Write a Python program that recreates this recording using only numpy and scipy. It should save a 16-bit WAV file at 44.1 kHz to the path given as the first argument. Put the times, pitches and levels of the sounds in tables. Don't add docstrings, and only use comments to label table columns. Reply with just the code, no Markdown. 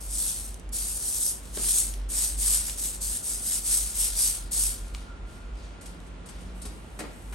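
import sys
import numpy as np
from scipy import signal
from scipy.fft import rfft, irfft, next_fast_len
from scipy.io import wavfile
from scipy.ndimage import uniform_filter1d, map_coordinates

SR = 44100
rng = np.random.default_rng(int(sys.argv[2]) if len(sys.argv) > 2 else 0)


def persist_wave(psi):
    counts = np.round(np.clip(psi, -1, 1) * 32767).astype(np.int16)
    wavfile.write(sys.argv[1], SR, np.atleast_2d(counts).T)


N = 323694


def broom_and_hiss(clump_db=-1.0, flutter_db=0.5, low_drift_db=-1.1, level_db=2.0, low_db=-0.5, low_hz=4000):
    # (frequency [Hz], level [dB])
    fibre_colour = [(300, -33), (1000, -25), (2000, -24), (3200, -19), (5200, -14), (6200, -11.5),
                    (6900, -11), (8200, -5), (10300, -2), (11200, -7.5), (12300, -17.5), (13200, -24),
                    (14500, -34.5), (15700, -24.5)]
    high_strength, low_strength = swish_strengths()
    tips = flicks(rate=22000, spread_db=-0.5) * amp(clump_db * wobble(260) + flutter_db * wobble(40))
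    swish = patchy(coloured(tips, fibre_colour), depth_db=1.5)
    low_swish = filtered(swish, lambda hz: 1 / (1 + (hz / low_hz) ** 4))
    low_part = low_strength * amp(low_db + low_drift_db * wobble(4.6)) * low_swish
    return at_ports(amp(level_db) * (high_strength * (swish - low_swish) + low_part))


def swish_strengths(touch_s=0.013, slap_db=-7, slap_s=0.018, rest_db=-91):
    # (start [s], rise [s], hold [s], level [dB], onset [0-1], extra low part [dB])
    swishes = [ (0.0, .02, 0.088, -43, 1, 0), (0.087, 0.16, 0.051, -29, 0.04, -4),
               (0.343, 0.039, 0.066, -39, 0.1, 0.5), (0.718, 0.037, 0.097, -32, 0.2, -1.5),
               (0.843, 0.082, 0.039, -33, 0.3, -10), (0.98, 0.15, 0.038, -30, 0.3, -6),
               (1.153, 0.083, 0.028, -26.5, 0, -9.5), (1.42, 0.046, .06, -51, 0.2, 7),
               (1.52, 0.099, 0.056, -33.5, 0, 4), (1.6, .14, 0.06, -24.5, 0, -4),
               (2.085, 0.15, 0.013, -26, 0.2, -1.5), (2.36, 0.14, 0.054, -24, 0, -2),
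               (2.622, 0.043, 0.024, -32.5, 0, -2), (2.767, 0.094, 0.0072, -29, 0.24, -2),
               (3.003, 0.03, 0.115, -31, 0.5, -3), (3.217, 0.09, 0.043, -31, 0.18, -3.5),
               (3.406, 0.13, 0.021, -27.5, 0.12, -2.5), (3.632, 0.09, 0.067, -25, 0.03, -3),
               (3.82, 0.047, 0.038, -35.5, 0.1, 0), (3.93, 0.1, 0.022, -25, 0.1, -2.5),
               (4.067, 0.032, .04, -42, .1, 4.5), (4.14, 0.1, 0.034, -23, 0, -3.5),
               (4.509, 0.094, 0.06, -27, 0.6, -3), (4.8, 0.04, 0.06, -59.5, 0, 10),
               (4.93, 0.017, 0.018, -54.5, 0.5, 16.5), (5.253, 0.06, 0.046, -61.5, 0, 17),
               (5.52, 0.1, 0.038, -71.5, 0, 30), (5.82, 0.042, 0.054, -61, 0, 11),
               (5.98, 0.034, 0.027, -65, 0, -3), (6.26, 0.048, 0.16, -66, 0.1, 22),
               (6.542, .1, 0.13, -58.5, 0.6, -1), (6.815, 0.37, .25, -58.5, 0.35, 3), ]
    high_fade_db_per_s, low_fade_db_per_s = 126.5, 71
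    lift_db_per_s2 = 228
    high_power, low_power = np.full((2, N), amp(rest_db) ** 2)
    for start, rise, hold, db, onset, extra_low_db in swishes:
        t = np.maximum(np.arange(N) / SR - start, 0)
        touch = np.clip(t / touch_s, 0, 1)
        swell = touch * (onset + (1 - onset) * np.sin(np.pi / 2 * np.clip(t / rise, 0, 1)))
        slap = onset * touch * amp(db + slap_db) * np.exp(-t / slap_s)
        easing_s = np.maximum(t - rise - hold, 0)
        high_power += (swell * amp(db - high_fade_db_per_s * easing_s - lift_db_per_s2 * easing_s ** 2)) ** 2
        low_power += (swell * amp(db + extra_low_db - low_fade_db_per_s * easing_s)) ** 2 + slap ** 2
    return np.sqrt(high_power), np.sqrt(low_power)


def flicks(rate, spread_db):
    hit = rng.random((2, N)) < rate / SR
    return unit(hit * rng.standard_normal((2, N)) * amp(spread_db * rng.standard_normal((2, N))))


def ticks(fade_s=0.024, octaves=1.3, rattle_db=-9):
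    # (time [s], level [dB], centre frequency [Hz])
    contacts = [(0.543, -28.5, 7500), (0.597, -36.5, 8000), (.691, -38, 7700), (1.573, -25.5, 2400),
                (1.642, -26, 2600), (1.686, -26, 2600), (1.939, -27, 4530), (2.669, -31, 7000),
                (2.684, -29.5, 1970), (2.697, -22, 3000), (4.882, -37, 7240), (6.003, -44, 4973),
                (6.289, -35, 4000), (6.655, -46, 2500), (7.006, -29, 1300)]
    # (frequency [Hz], level [dB])
    tick_colour = [(300, -8), (1000, -3.5), (9000, 6), (11500, 6), (13500, -28), (16000, -23)]
    out, t = np.zeros((2, N)), np.arange(SR // 20) / SR
    for start, db, centre_hz in contacts:
        colour = lambda hz: amp(along(tick_colour, hz)) / (1 + (np.log2((hz + 1) / centre_hz) / octaves) ** 2)
        snap = filtered(signal.unit_impulse(len(t), SR // 2000) * np.array([[1], [0]]), colour)
        rattle = unit(filtered(rng.standard_normal((2, len(t))), colour)) * burst(t, 0.0001, fade_s)
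        add(out, start, amp(db) * (1.5 * snap / np.abs(snap).max() + 0.88 * amp(rattle_db) * rattle))
    return paired(out, lambda hz: along([(1000, 0.91), (10000, 0.38)], hz), lead_s=1e-5)


def handle(snap_db=0.5, ring_db=-20, snap_hz=3400, octaves=1.13):
    # (time [s], level [dB])
    clicks = [(4.9484, -21), (4.9508, -32)]
    # (frequency [Hz], level [dB], fade time [s])
    notes = [(1238, -1, 0.02), (2290, 8, 0.016), (2840, 6, 0.012), (3930, 11, 0.011), (5250, -3, 0.012),
             (5850, -5, 0.011), (7630, 0, 0.012), (8960, -1, 0.013)]
    out, t = np.zeros((2, N)), np.arange(SR // 10) / SR
    colour = lambda hz: 1 / (1 + (np.log2((hz + 1) / snap_hz) / octaves) ** 4)
    snap = filtered(signal.unit_impulse(len(t), 8), colour)
    for start, db in clicks:
        ring = 0
        for hz, note_db, fade_s in notes:
            strength = amp(note_db + rng.normal(0, 2, (2, 1)))
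            ring += strength * np.sin(2 * np.pi * hz * t) * burst(t, 0.0001, fade_s)
        add(out, start, amp(db) * (amp(snap_db) * snap / np.abs(snap).max() + amp(ring_db) * ring))
    return out


def scuffs(level_db=-4, rub_db=-6, rise_s=0.0019, fade_s=0.15):
    # (time [s], level [dB], extra rub [dB])
    grazes = [(5.81, -39.5, -9), (5.856, -37, -7), (6.065, -51, -6), (6.258, -41.5, -5), (6.287, -39, -2),
              (6.405, -46.5, -4), (6.616, -35, -13), (6.651, -33.5, -7), (6.9894, -31, 2.5),
              (7.324, -41.5, 10.5)]
    # (frequency [Hz], level [dB])
    grit_colour = [(500, -21), (2000, -7), (4500, 0.5), (6500, -0.5), (8500, 7.5), (11000, 6), (13000, -23),
                   (16000, -37)]
    rub_colour = [(80, -14), (250, -14), (700, -4.5), (2000, -5), (6000, -25)]
    out, t = np.zeros((2, N)), np.arange(SR // 3) / SR
    for start, db, extra_db in grazes:
        grit = coloured(rng.laplace(size=(2, len(t))), grit_colour)
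        rub = amp(rub_db + extra_db) * coloured(rng.standard_normal((2, len(t))), rub_colour)
        add(out, start, amp(db + level_db) * (grit + rub) * burst(t, rise_s, fade_s))
    return at_ports(out)


def bumps(puff_db=-8.0, ring_db=-12, rise_s=0.001):
    # (time [s], level [dB], puff fade time [s], muffled above [Hz], pitch [ratio])
    blows = [(1.571, -30, 0.058, 1300, 1.19), (1.576, -36, 0.059, 900, 0.84), (1.594, -35, 0.06, 600, 0.95),
             (6.653, -34.5, 0.099, 1300, 0.82), (6.99, -37, 0.05, 798, 0.8), (7.002, -27, 0.13, 1600, 0.99),
             (7.037, -33.5, 0.17, 2400, 0.91)]
    # (frequency [Hz], level [dB])
    puff_colour = [(80, -29), (200, 6), (310, 14.5), (450, 2), (650, 8), (1000, -1.5), (2200, 1),
                   (6000, -12), (16000, -24)]
    # (frequency [Hz], level [dB], fade time [s])
    notes = [(230, 6, 0.059), (309, 8.5, 0.096), (505, 9, 0.055), (670, -3, 0.038), (906, -6, 0.15),
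             (1347, 0, 0.089)]
    puffs, rings, t = np.zeros((2, N)), np.zeros((2, N)), np.arange(SR // 2) / SR
    for start, db, puff_s, top_hz, pitch in blows:
        padding = lambda hz: 1 / np.sqrt(1 + (hz / top_hz) ** 2)
        colour = lambda hz: padding(hz) * amp(along(puff_colour, hz / pitch))
        puff = unit(filtered(rng.standard_normal((2, len(t))), colour))
        add(puffs, start, amp(db + puff_db) * puff * burst(t, rise_s, puff_s))
        for hz, note_db, fade_s in notes:
            note = padding(hz) * np.sin(2 * np.pi * pitch * hz * t) * burst(t, rise_s, fade_s)
            add(rings, start, amp(db + ring_db + note_db + rng.normal(0, 0.84)) * note[None])
    return rings + paired(puffs, lambda hz: along([(300, 1.0), (2000, 0.49)], hz), lead_s=2e-5)


def drone(level_db=-4.0, rumble_db=-12, sway_db=-0.1, beat_hz=7):
    # (time [s], level [dB])
    swells = [(0, -39.5), (0.08, -30.5), (0.17, -32.5), (0.33, -41.5), (0.51, -30.5), (0.61, -40),
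              (0.73, -30.5), (0.98, -40), (1.27, -44), (1.5, -38), (1.68, -29), (1.75, -39.5), (2.02, -24),
              (2.21, -36), (2.41, -26), (2.72, -35), (2.82, -38.5), (3.12, -33), (3.22, -58), (3.35, -33),
              (3.47, -43), (3.75, -33), (3.98, -37.5), (4.1, -30), (4.22, -39), (4.55, -34.5),
              (4.98, -34.5), (5.06, -41), (5.25, -35), (5.33, -46), (5.54, -31), (5.7, -40.5), (6.3, -40.5),
              (6.54, -36), (6.71, -35), (6.79, -45), (6.92, -39), (7.22, -43.5), (7.34, -31)]
    # (time [s], pitch [Hz])
    pitches = [(0, 47.6), (4.4, 48.2), (5.5, 50.8), (7.34, 50.5)]
    # (time [s], strength against the main tone [0-1])
    lower_share = [(0, 0.37), (3.6, 0.096), (4.2, 1), (7.34, 0.3)]
    rumble_colour = [(25, -56), (36, -18), (43, 17), (55, 22), (66, -22), (90, -38), (200, -54), (500, -120)]
    rumble = amp(rumble_db) * coloured(rng.standard_normal(N), rumble_colour)
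    swell = amp(curves(swells)[0] + level_db + sway_db * wobble(28))
    pitch_hz = curves(pitches)[0] + 1.503 * wobble(9.8)
    lower_tone = curves(lower_share)[0] * tone(pitch_hz - beat_hz + 3 * wobble(4))
    throb = swell * (tone(pitch_hz) + lower_tone + rumble)
    return filtered(throb, lambda hz: 1 - 1 / (1 + (hz / 36) ** 10))


def room_air(low_cut_hz=58):
    # (frequency [Hz], level [dB])
    colour = [(60, -5), (82, -13.5), (105, -19), (150, -21.5), (230, -20), (414, -26), (600, -27),
              (1100, -31.5), (1700, -35.5), (2900, -38.5), (4300, -45.5), (5500, -49.5), (9600, -48.5),
              (15000, -148)]
    # (frequency [Hz], likeness [0-1])
    likeness = [(60, 0.83), (170, 0.75), (350, 0.7), (700, 0.11), (2000, 0.096), (8000, 0.61)]
    # (time [s], level [dB])
    drift = [(0, -47.5), (2, -46.5), (4, -47.5), (6.5, -45), (7.34, -46)]
    rush = coloured(rng.standard_normal((2, N)), colour)
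    rush = filtered(rush, lambda hz: 1 - 1 / (1 + (hz / low_cut_hz) ** 8))
    return amp(curves(drift)[0]) * unit(paired(rush, lambda hz: along(likeness, hz), lead_s=4e-5))


def motor_hum():
    # (time [s], level [dB], pitch [Hz])
    course = [(0, -66.5, 181.8), (5.6, -62, 172.3), (5.95, -51.5, 175), (6.22, -57.5, 178.8),
              (6.48, -46.5, 182), (6.68, -54, 185.6), (6.85, -66, 191)]
    db, hz = curves(course)
    return amp(db + 1.4 * wobble(18)) * tone(hz + 4 * wobble(30))


def far_ring(pitch_hz=1396):
    # (time [s], level [dB])
    swells = [(2.7, -70), (3.4, -63), (4.4, -64), (5.04, -59.5), (5.1, -51), (5.17, -58), (5.8, -63.5),
              (7.34, -68)]
    swell = amp(curves(swells)[0] + 1.4 * wobble(18))
    return swell * np.array([tone(pitch_hz + 30 * wobble(160)) for _ in range(2)])


def room(x):
    # (frequency [Hz], time to fade by 60 dB [s])
    fade_times = [(150, 0.52), (1000, 0.52), (4000, 0.66), (9000, 0.039), (15000, 0.031)]
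    hz, t, bands = signal.stft(rng.standard_normal((2, SR // 2)), SR, nperseg=256)
    tail = signal.istft(bands * amp(-60 * t / along(fade_times, hz)[:, None]), SR, nperseg=256)[1]
    tail = np.pad(tail / np.linalg.norm(tail[0]), ((0, 0), (SR // 200, 0)))
    return signal.fftconvolve(x, tail, axes=1)[:, :N]


def at_ports(x):
    # (frequency [Hz], left lead [rad], left louder by [dB], likeness [0-1])
    ports = [(1500, -0.62, 1.3, 0.21), (2600, 1.65, 2.9, 0.23), (3700, 0.22, 2.9, 0.59),
             (5500, 0.52, 4.4, 0.62), (6800, -0.01, 4.1, 0.71), (7400, 1.14, 3.8, 0.81),
             (8700, -0.12, 0.4, 0.96), (9400, -1.74, 0.3, 0.87), (10230, -3.14, -0.0, 1.0),
             (11000, -4.4, 0.2, 0.84), (11800, -6.28, -0.1, 1.0), (12800, -6.45, 0.3, 0.65),
             (13900, -9.43, -0.1, 0.74), (14800, -12.55, 0.1, 0.94)]
    half = lambda hz: np.exp(0.5j * along(ports, hz, column=1)) * amp(along(ports, hz, column=2) / 2)
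    pair = paired(x, lambda hz: along(ports, hz, column=3))
    return filtered(pair, lambda hz: np.array([half(hz), 1 / half(hz)]))


def paired(x, likeness, lead_s=0):
    turn = lambda hz: np.arccos(np.clip(likeness(hz), 0, 1)) / 2
    mid, side = filtered(x, lambda hz: np.array([np.cos(turn(hz)), np.sin(turn(hz))]))
    pair = np.array([mid + side, mid - side])
    return filtered(pair, lambda hz: np.exp(1j * np.pi * lead_s * np.array([hz, -hz])))


def patchy(x, depth_db):
    bands = signal.stft(x, nperseg=512)[2]
    patches = uniform_filter1d(rng.standard_normal(bands.shape[1:]), size=6, axis=0)
    patches = uniform_filter1d(patches, size=12, axis=1)
    return unit(signal.istft(bands * amp(depth_db * unit(patches)), nperseg=512)[1][:, :N])


def amp(db):
    return 10 ** (np.asarray(db) / 20)


def unit(x):
    return x / np.sqrt(np.mean(x ** 2) + 1e-20)


def along(points, hz, column=1):
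    columns = np.transpose(points)
    return np.interp(np.log(hz + 1), np.log(columns[0] + 1), columns[column])


def curves(rows):
    times, *columns = np.transpose(rows)
    return [np.interp(np.arange(N) / SR, times, column) for column in columns]


def wobble(rate):
    points = rng.standard_normal(int(N * rate / SR) + 4)
    return unit(map_coordinates(points, [np.arange(N) * rate / SR]))


def filtered(x, response):
    n = x.shape[-1]
    padded = next_fast_len(n + 8192)
    return irfft(rfft(x, padded) * response(np.fft.rfftfreq(padded, 1 / SR)), padded)[..., :n]


def coloured(x, colour):
    return unit(filtered(x, lambda hz: amp(along(colour, hz))))


def add(track, start_s, sound):
    part = track[:, max(round(start_s * SR), 0):][:, :sound.shape[-1]]
    part += sound[:, :part.shape[-1]]


def burst(t, rise_s, fade_s):
    return (1 - np.exp(-t / rise_s)) * np.exp(-np.log(1000) * t / fade_s)


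def tone(pitch_hz):
    return np.sqrt(2) * np.sin(2 * np.pi * np.cumsum(pitch_hz * np.ones(N)) / SR)


def scene(swish_room_db=-21, step_room_db=-7, tick_room_db=-11):
    swishes, clicks, steps = broom_and_hiss(), ticks() + handle(), scuffs() + bumps()
    echo = room(amp(swish_room_db) * swishes + amp(tick_room_db) * clicks + amp(step_room_db) * steps)
    background = (drone() + room_air() + motor_hum() + far_ring()) * amp([[-0.35], [0.35]])
    return swishes + clicks + steps + echo + background


def record(dry, top_hz=15850):
    return filtered(dry, lambda hz: hz < top_hz)


dry = scene()
out = record(dry)
persist_wave(out)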